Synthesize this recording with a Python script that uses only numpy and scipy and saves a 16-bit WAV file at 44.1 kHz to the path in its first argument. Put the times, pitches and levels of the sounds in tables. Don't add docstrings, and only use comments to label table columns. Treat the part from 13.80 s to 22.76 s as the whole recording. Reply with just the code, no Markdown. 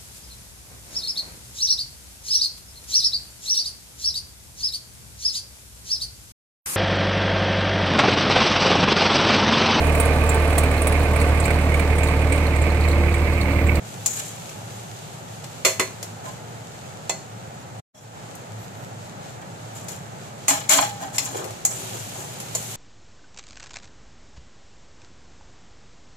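import sys
import numpy as np
from scipy.fft import rfft, irfft, next_fast_len
from scipy.io import wavfile
from scipy.ndimage import map_coordinates

SR = 44100
rng = np.random.default_rng(int(sys.argv[2]) if len(sys.argv) > 2 else 0)


def int16_out(signal):
    q = np.round(np.clip(np.atleast_2d(signal).T, -1, 1) * 32767)
    wavfile.write(sys.argv[1], SR, q.astype(np.int16))


N = 395119

# (centre [Hz], width [Hz], relative level [dB])
BLADE = [(6530, 150, 1.5), (6740, 110, -3), (6945, 200, 3), (7180, 90, -2.5), (7090, 52, 8),
         (7280, 120, 0.5), (7470, 84, 5), (7850, 120, -0.5), (8200, 260, -11.5), (8900, 220, -16.5)]
# (frequency [Hz], relative density [dB per Hz])
EDGE = [(4000, -24), (6000, 4), (8500, 5), (10000, 0.5), (12500, 2.5), (14000, -2.5), (16000, -21)]
BITE_S = .025


def amp(db):
    return 10 ** (np.asarray(db) / 20)


def unit(x):
    return x / np.sqrt(np.mean(x ** 2) + 1e-20)


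def along(points, hz):
    f, v = np.transpose(points)
    return np.interp(np.log(hz + 1), np.log(f + 1), v)


def curves(rows):
    s, *cols = np.transpose(rows)
    return [np.interp(np.arange(N) / SR, s, c) for c in cols]


def wobble(rate):
    knots = rng.standard_normal(int(N * rate / SR) + 4)
    return map_coordinates(knots, [np.arange(N) * rate / SR])


def gesture(start, length, attack, t60, slope_db=0):
    t = np.arange(N) / SR - start
    hold_db = slope_db * t.clip(0, length)
    release_db = -60 * (t - length).clip(0) / t60
    return np.clip(t / attack, 0, 1) * amp(hold_db + release_db)


def filtered(x, response):
    n = x.shape[-1]
    m = next_fast_len(n + 8192)
    return irfft(rfft(x, m) * response(np.fft.rfftfreq(m, 1 / SR)), m)[..., :n]


def colour(points):
    return lambda hz: amp(along(points, hz))


def resonances(modes):
    def response(f):
        total = 0
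        for k, (centre, width, db) in enumerate(modes):
            total = total + (-1) ** k * amp(db) * 1j * f * width / (centre ** 2 - f ** 2 + 1j * f * width)
        return total
    return response


def heard(pair, response, lag_ms=0.434):
    # (frequency [Hz], likeness [0..1])
    alike = [(30, 0.6), (80, 1), (170, 0.77), (400, 0.74), (750, 0.56), (1100, 0.28), (2200, 0.09),
             (4000, 0.07), (16000, .05)]

    def paths(hz):
        turn = np.arccos(np.clip(along(alike, hz), -1, 1)) / 2
        delay = np.exp(-1j * np.pi * hz * lag_ms / 1000)
        mid, side = np.cos(turn), np.sin(turn)
        return response(hz) * np.array([[mid * delay, side * delay], [mid / delay, -side / delay]])
    return unit(filtered(pair, paths).sum(axis=1))


def noise(size=N):
    return rng.standard_normal((2, size))


def grains(rate, spread_db):
    size = amp(spread_db * np.minimum(rng.exponential(size=N), 5))
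    return unit((rng.random(N) < rate / SR) * size * noise())


def crowded_modes(spacing_hz, depth_db):
    knots = np.tanh(rng.standard_normal(2048) + .6 * rng.standard_normal((2, 2048)))

    def response(hz):
        ripple = np.array([[np.interp(hz / spacing_hz, np.arange(len(k)), k)] for k in knots])
        depth = hz / (hz + 700) / (1 + (hz / 14000) ** 4)
        return amp(depth_db * ripple * depth)
    return response


def pulse(response, size):
    cepstrum = irfft(np.log(np.abs(response(np.fft.rfftfreq(4096, 1 / SR))) + 1e-4))
    fold = np.r_[1, np.full(2047, 2), np.zeros(2048)]
    x = irfft(np.exp(rfft(cepstrum * fold)))
    return np.pad(x, (0, size - len(x))) / np.linalg.norm(x)


def ringing(modes, t, lowest_hz=1):
    hz, db, t60 = np.transpose(modes)[:, :, None]
    swell = 1 - np.exp(-t * hz / 3)
    phase = 2 * np.pi * rng.random(hz.shape) + hz / 3500 * rng.standard_normal((2, len(modes), 1))
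    level_db = db + 1.5 * rng.standard_normal(phase.shape) - 60 * t / t60
    partials = amp(level_db) * np.sin(2 * np.pi * hz * t + phase)
    stiffness = np.minimum(hz / lowest_hz, 1) ** 2
    return (stiffness * swell * partials).sum(axis=1)


def burner():
    # (frequency [Hz], relative density [dB per Hz])
    flame = [(25, -40.5), (45, -24.5), (68, -23.5), (88, -11), (110, -6.5), (140, -2.5), (175, -4.5),
             (250, -13.5), (330, -14.5), (510, -12), (830, -9.5), (1050, -19), (1300, -17), (2500, -27.5),
             (5000, -62)]
    roar = amp(-38.5 + 0.52 * wobble(7.7)) * heard(noise(), colour(flame), lag_ms=0.42)
    hollow = resonances([(111, 14, 0)])
    drone = heard(noise(), lambda hz: hollow(hz) ** 2, lag_ms=0)
    return roar + amp(-44.5) * drone


def sizzle():
    # (time [s], added sizzle before the common lift [dB])
    swells = [ (0.0, -45.5), (0.3, -88), (1.75, -72.5), (5.75, -54), (7.45, -49), (7.9, -43), (8.7, -42), ]
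    # (frequency [Hz], relative density [dB per Hz])
    frying = [(900, -2.5), (1800, 0.5), (2800, 6), (4000, 5), (5200, 2), (6200, 4.5), (7200, 8), (8300, 2),
              (10000, -9), (12500, -7.5), (14000, -18), (16000, -46.5)]
    # (frequency [Hz], relative density [dB per Hz])
    fine = [(4000, -23.5), (6000, 3), (8500, 3), (10000, 1.5), (12500, 0.5), (13700, -0.5), (14800, -6.5),
            (16000, -37)]
    simmer_db, lift_db = -51, 2.5
    rise_s, fall_t60 = 0.074, 20.7

    added = sum((amp(db) * gesture(s, rise_s, rise_s, fall_t60)) ** 2 for s, db in swells)
    level_db = 10 * np.log10(amp(simmer_db) ** 2 + added)
    fizz = heard(noise() + 0.58 * grains(rate=5500, spread_db=0.0), colour(frying))
    spits = heard(grains(rate=120, spread_db=2.8), colour(frying)) * amp(-10)
    spray_db = -0.9 + 1.06 * (level_db + 40.0).clip(-12, 3)
    spray = heard(grains(rate=4500, spread_db=-1.0), colour(fine)) * amp(spray_db)
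    return amp(level_db + lift_db + 0.98 * wobble(11)) * (fizz + spits + spray)


def tumble():
    # (start [s], length [s], level [dB])
    tosses = [ (7.521, .125, -31), (7.85, 0.31, -42), (8.362, 0.047, -42), (8.873, 0.037, -46), ]
    # (centre [Hz], width [Hz], relative level [dB])
    loaded_bowl = [(370, 26, 2), (497, 51, -1.5), (630, 130, -5.5), (770, 180, -5), (1310, 750, -11)]
    pour_s, settle_t60 = 0.031, 0.44

    falling = sum(amp(db) * gesture(s, length, pour_s, settle_t60) for s, length, db in tosses)
    patter = amp(2.5 * wobble(60)) * (grains(rate=500, spread_db=1) + .5 * noise())
    return falling * heard(patter, lambda hz: resonances(loaded_bowl)(hz) / (1 + (hz / 1600) ** 4))


def lid_hiss():
    # (start [s], length [s], level [dB])
    slides = [(4.175, .03, -63), (4.547, .03, -66.5), (4.778, .07, -55), (4.947, 0.09, -59)]
    # (frequency [Hz], relative density [dB per Hz])
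    hiss_colour = [(7000, -30), (10000, -7), (12500, 6), (14500, -5), (16000, -23.5)]
    sliding = sum(amp(db) * gesture(s, length, BITE_S, t60=0.35) for s, length, db in slides)
    return sliding * heard(noise(), colour(hiss_colour))


def clinks(modes, touches):
    out, t = np.zeros((2, N + SR)), np.arange(SR // 2) / SR
    for s, db in touches:
        out[:, round(s * SR):][:, :len(t)] += amp(db) * ringing(modes, t)
    return out[:, :N]


def lid_brush():
    # (frequency [Hz], relative level [dB], t60 [s])
    lid_modes = [(608, 3, .25), (3332, -7, .25), (3440, -9, .15), (5389, -5, .16), (5590, -9, .12),
                 (5760, -6, .15), (5910, -7, .14), (6280, -9, .15), (6831, -5, .2), (7424, -8, .15)]
    # (time [s], level [dB])
    touches = [(4.149, -39.5), (4.176, -41)]
    return clinks(lid_modes, touches)


def spatula_rest():
    # (frequency [Hz], relative level [dB], t60 [s])
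    spatula_modes = [(670, 12.5, .024), (754, -10, .25), (1045, -.5, .06), (2030, -13, .25),
                     (2620, -7, .09), (3440, -8, .12), (4070, -9, .08), (4160, -11, .08), (4205, -7, .15),
                     (4850, -15, .13)]
    # (time [s], level [dB])
    rests = [(3.2954, -24)]
    return clinks(spatula_modes, rests)


def singing(lag_ms=-0.23):
    # (start [s], length [s], starting pitch [Hz], level [dB], t60 [s])
    notes = [(.37, .04, 1580, -49, .12), (2.45, .04, 1040, -37, 0.18), (6.677, 0.037, 833, -27.5, 0.3),
             (6.957, .02, 739, -27, 0.24), (6.968, 0.039, 830, -24.5, 0.76), (7.207, 0.053, 770, -33, 0.19)]
    sag_hz_per_s, waver_hz = 55, 15

    out, t = np.zeros((2, N)), np.arange(N) / SR
    for s, length, hz, db, t60 in notes:
        pitch = hz - sag_hz_per_s * (t - s).clip(0, .5) + waver_hz * wobble(90)
        offset = np.array([[-1], [1]]) * hz * lag_ms / 2000
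        cycles = np.cumsum(pitch) / SR + offset
        out += amp(db) * gesture(s, length, BITE_S, t60) * np.sin(2 * np.pi * cycles)
    return out * amp(1.5 * np.array([wobble(60), wobble(60)]))


def bent(x, share):
    position = np.cumsum(1 - share)
    return np.array([map_coordinates(side, [position], mode="mirror") for side in x])


def scrapes(metal):
    # (start [s], length [s], bowl groan [dB], wall rasp [dB], blade hiss [dB]), all relative levels
    strokes = [ (0.294, 0.041, -62, -41.5, -26.5), (0.35, 0.051, -56, -41, -34),
               (0.422, 0.027, -48, -53, -35.5), (0.497, 0.024, -49, -51, -46),
               (2.431, 0.029, -35.5, -44.5, -38.5), (4.136, 0.055, -50, -52, -40.5),
               (5.598, .03, -43, -52, -50), (5.935, 0.079, -61, -49, -39.5), (6.089, 0.038, -62, -48, -40),
               (6.672, 0.065, -27.5, -28, -26.5), (6.888, 0.035, -26.5, -20, -17),
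               (6.946, 0.062, -24, -32.5, -25.5), (7.196, 0.044, -33, -42, -36),
               (7.326, 0.031, -39, -42, -29), (7.413, 0.068, -43.5, -42.5, -31),
               (7.487, 0.027, -38.5, -47.5, -42), (7.54, 0.039, -46, -40, -34.5),
               (7.89, .025, -40, -42, -26), (8.123, 0.072, -50, -41.5, -34), (8.338, .08, -43.5, -51, -35),
               (8.806, 0.15, -65, -48.5, -39), ]
    # (centre [Hz], width [Hz], relative level [dB])
    bowl_modes = [(282, 4.8, 0.5), (608, 8.6, -3.5), (670, 32, -5.5), (747, 31, -2.5), (802, 62, -1),
                  (1016, 55, -2.5), (1070, 40, -12), (1280, 56, -10.5), (1500, 32, -16), (1647, 41, -10),
                  (1910, 33, -11), (2260, 37, -12.5)]
    # (frequency [Hz], relative density [dB per Hz])
    rasp_colour = [(900, -22), (1400, 9), (1700, 11), (2000, 7), (2300, -12), (2650, 11), (3050, 4),
                   (3330, 4), (3600, 5), (4150, -5), (4600, 4), (4900, 5.5), (5800, 2.5), (8000, -12)]
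    # (centre [Hz], width [Hz], relative level [dB])
    rim_modes = [(1130, 30, -3), (1290, 30, -4), (1560, 16, -2), (1680, 18, -2), (1770, 16, -4),
                 (1918, 18, 0), (2219, 16, 2), (2314, 20, -1), (2433, 30, 0), (2560, 30, -3),
                 (2960, 50, -3), (3060, 40, -3), (3305, 50, 0), (3450, 50, -3), (3760, 50, -6),
                 (4051, 25, -1), (4137, 25, 0), (4231, 30, -3), (4390, 40, -6), (5380, 50, -6),
                 (5593, 40, -5), (5849, 40, -2)]
    groan_t60, wall_t60, blade_t60 = 0.28, 0.48, 0.41
    hiss_sag, groan_growth = 29, 40
    press_bend, press_ease = .03, 150
    judder_db, blade_wander = 2.1, .012

    groaning, rasping, hissing, pressing = np.zeros((4, N))
    for s, length, groan_db, rasp_db, hiss_db in strokes:
        groaning += amp(groan_db) * gesture(s, length, BITE_S, groan_t60, slope_db=groan_growth)
        rasping += amp(rasp_db) * gesture(s, length, BITE_S, wall_t60)
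        hissing += amp(hiss_db) * gesture(s, length, BITE_S, blade_t60, slope_db=-hiss_sag)
        press = gesture(s, length, BITE_S, groan_t60, slope_db=-press_ease)
        pressing = np.maximum(pressing, press)

    slips = amp(judder_db * wobble(110)) * (grains(rate=800, spread_db=1) + .45 * noise())

    def rub(body):
        return heard(slips, body, lag_ms=-0.36)
    groan = rub(lambda hz: resonances(bowl_modes)(hz) * metal(hz) / (1 + (hz / 3200) ** 4))
    blade = bent(rub(resonances(BLADE)), blade_wander * wobble(16))
    edge = rub(lambda hz: colour(EDGE)(hz) * metal(hz))
    hiss = amp(-3.5) * blade + amp(-6.5) * edge
    broad_rasp = rub(lambda hz: colour(rasp_colour)(hz) * metal(hz))
    rasp = amp(-5) * broad_rasp + amp(-2) * rub(resonances(rim_modes))

    flat = press_bend * pressing
    return groaning * bent(groan, flat) + rasping * bent(rasp, flat) + hissing * hiss


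def strikes(metal):
    # (time [s], level [dB], bowl knock [dB],
    # wall clank [dB], clank tilt [dB per octave], edge tick [dB], blade ring [dB], knock pitch [Hz],
    # t60 [s], wok ring [dB], L-R [dB]); the parts' levels are relative
    blows = [ (0.2601, -6.5, -29, -24.5, 13, -20.5, -8.5, 806, 0.076, -48, 4),
             (0.692, -34, -25, -13.5, 9.5, -11, -11, 700, .09, -35, 1.5),
             (1.642, -28, -24, -15.5, 6, -18.5, -14.5, 700, 0.083, -35, 0.5),
             (1.849, -9, -17, -12.5, 2, -12.5, -9.5, 510, 0.23, -16, -1),
             (1.9961, -14, -16, -9, -2, -11.5, -13.5, 385, 0.12, -14, -1.5),
             (2.2282, -25, -14.5, -13, 13, -11, -12, 590, 0.079, -25, 2),
             (3.2952, -10.5, -16, -20, 8, -25, -12, 650, 0.069, -25, -0.5),
             (4.552, -41, -22, -24, 0, -3.5, -18, 711, 0.047, -30, 5.5),
             (6.084, -27.5, -27, -15.5, 12, -13, -12, 603, 0.17, -33, 7),
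             (6.6818, -7, -24.5, -19.5, 3.5, -13, -6.5, 930, 0.19, -30, 1.5),
             (6.893, -9, -31, -22, 6, -15.5, -7, 900, 0.27, -31, 5),
             (6.9035, -19, -12, -21, 0, -23, -16.5, 820, 0.18, -21, 1),
             (6.933, -12, -30.5, -17.5, 9, -10, -9, 800, .15, -17.5, 3),
             (6.9885, -16, -7.5, -14.5, -9, -31, -24, 756, 0.1, -16.5, -0.5),
             (7.346, -30, -18, -13, 8, -24.5, -14, 800, 0.14, -35, 0.5),
             (7.3822, -11, -22.5, -12.5, 11, -17, -9.5, 890, 0.084, -32, 4),
             (7.642, -27.5, -14, -17.5, 4, -12, -22, 500, 0.11, -25, 3.5),
             (7.707, -29.5, -13, -20, 2, -14, -18, 600, .07, -23, -0.5),
             (7.8504, -4.5, -30, -29, 15.5, -19, -10.5, 830, 0.096, -40, -0.5),
             (8.601, -31, -29, -14, 4, -7, -14, 503, 0.14, -24, -2),
             (8.75, -11.5, -19, -22.5, 14.5, -17.5, -10.5, 610, 0.085, -33, -2),
             (8.8252, -31.5, -34, -20.5, 5.5, -7, -18, 700, 0.03, -33, 2), ]
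    # (frequency [Hz], relative level [dB], t60 [s])
    wok_modes = [(275, -2, .3), (376, 8.5, .22), (428, 0, .2), (480, -3, .15), (531, -2, .27),
                 (561, -4, .22), (608, -5, .25), (651, -2, .35), (980, -4, .22), (1094, -5, .2),
                 (1409, -6, .19), (1685, -11, .3), (2028, 0, .28), (2124, -3, .18), (2219, -6, .16),
                 (2595, -7, .12), (2977, -9, .17), (4286, 1, .3), (4390, -6, .18), (5040, -9, .16),
                 (6220, -1, .28), (6268, -2, .33), (6586, -3, .2), (6840, -2, .18), (7214, 1, .23),
                 (7682, -4, .15), (9700, -11, .15)]
    # (frequency [Hz], relative density [dB per Hz])
    wall_colour = [(700, -18), (1050, 3.5), (1400, -4), (1700, -3), (2150, 5), (2550, 2.5), (3050, -5),
                   (3450, -3), (3800, -9), (4200, 0), (4600, -8), (5100, -5), (5800, -7), (8000, -25),
                   (16000, -50)]
    contact_s, build_s = .0002, 0.0039
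    crash_db, crash_t60 = 5.5, .024
    kitchen_t60 = .45

    out, t = np.zeros((2, N + SR)), np.arange(SR * 3 // 4) / SR
    for s, db, knock_db, clank_db, tilt_db, tick_db, blade_db, knock_hz, t60, ring_db, pan_db in blows:
        def burst(body):
            return heard(noise(size=len(t)), lambda f: body(f) * metal(f), lag_ms=-.07 * pan_db)

        def bowl(f):
            return resonances([(knock_hz, .8 * knock_hz, 0)])(f) ** 2

        def wall(f):
            return colour(wall_colour)(f) * amp(tilt_db * np.log2(1 + f / knock_hz))

        contact = amp(knock_db + 19.5) * pulse(bowl, size=len(t))
        contact = contact + amp(clank_db + 18.5) * pulse(wall, size=len(t))
        contact = contact + amp(blade_db + 18.5) * pulse(resonances(BLADE), size=len(t))
        knock = amp(knock_db) * burst(bowl)
        clank = amp(clank_db + 3.5) * burst(wall)
        tick = amp(tick_db + 1.0) * burst(colour(EDGE))
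        blade = amp(blade_db) * burst(resonances(BLADE))
        room = amp(-12.5 - 60 * t / kitchen_t60)
        tail = (amp(-60 * t / t60) + room) * (1 - np.exp(-t / build_s))
        decay = amp(crash_db - 60 * t / crash_t60) + tail
        crash = (knock + clank + tick + blade) * decay * (1 - np.exp(-t / contact_s))
        ring = amp(ring_db) * ringing(wok_modes, t, lowest_hz=knock_hz)
        side_db = np.array([[pan_db], [-pan_db]]) / 2
        out[:, round(s * SR):][:, :len(t)] += amp(db + side_db) * (contact + crash + ring)
    return out[:, :N]


def scene():
    background = burner() + sizzle() + tumble() + lid_hiss() + lid_brush()
    scraping = singing() + scrapes(crowded_modes(spacing_hz=40, depth_db=8.5))
    knocking = spatula_rest() + strikes(crowded_modes(spacing_hz=35, depth_db=6))
    return background + scraping + knocking


def record(dry):
    # (frequency [Hz], L-R [dB])
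    side_colour = [(300, 0), (600, -1), (2000, -1), (5000, 0), (9000, 2), (11000, 9), (12500, 11),
                   (14500, 7), (16000, 2)]
    # (time [s], gain [dB])
    fade = [(3.998, -0.5), (4.02, -63), (4.04, -100), (4.12, -100), (4.147, -14), (4.25, -6), (4.3, -5.5),
            (4.38, -0.5)]

    def sides(hz):
        ratio = amp(along(side_colour, hz))
        return np.array([ratio, np.ones_like(ratio)]) / np.sqrt((1 + ratio ** 2) / 2)
    fade_db, = curves(fade)
    x = filtered(dry, sides) * amp(fade_db)
    x = x / (1 + np.abs(x / .9) ** 6) ** (1 / 6)
    return filtered(x, lambda hz: hz < 15900)


dry = scene()
out = record(dry)
int16_out(out)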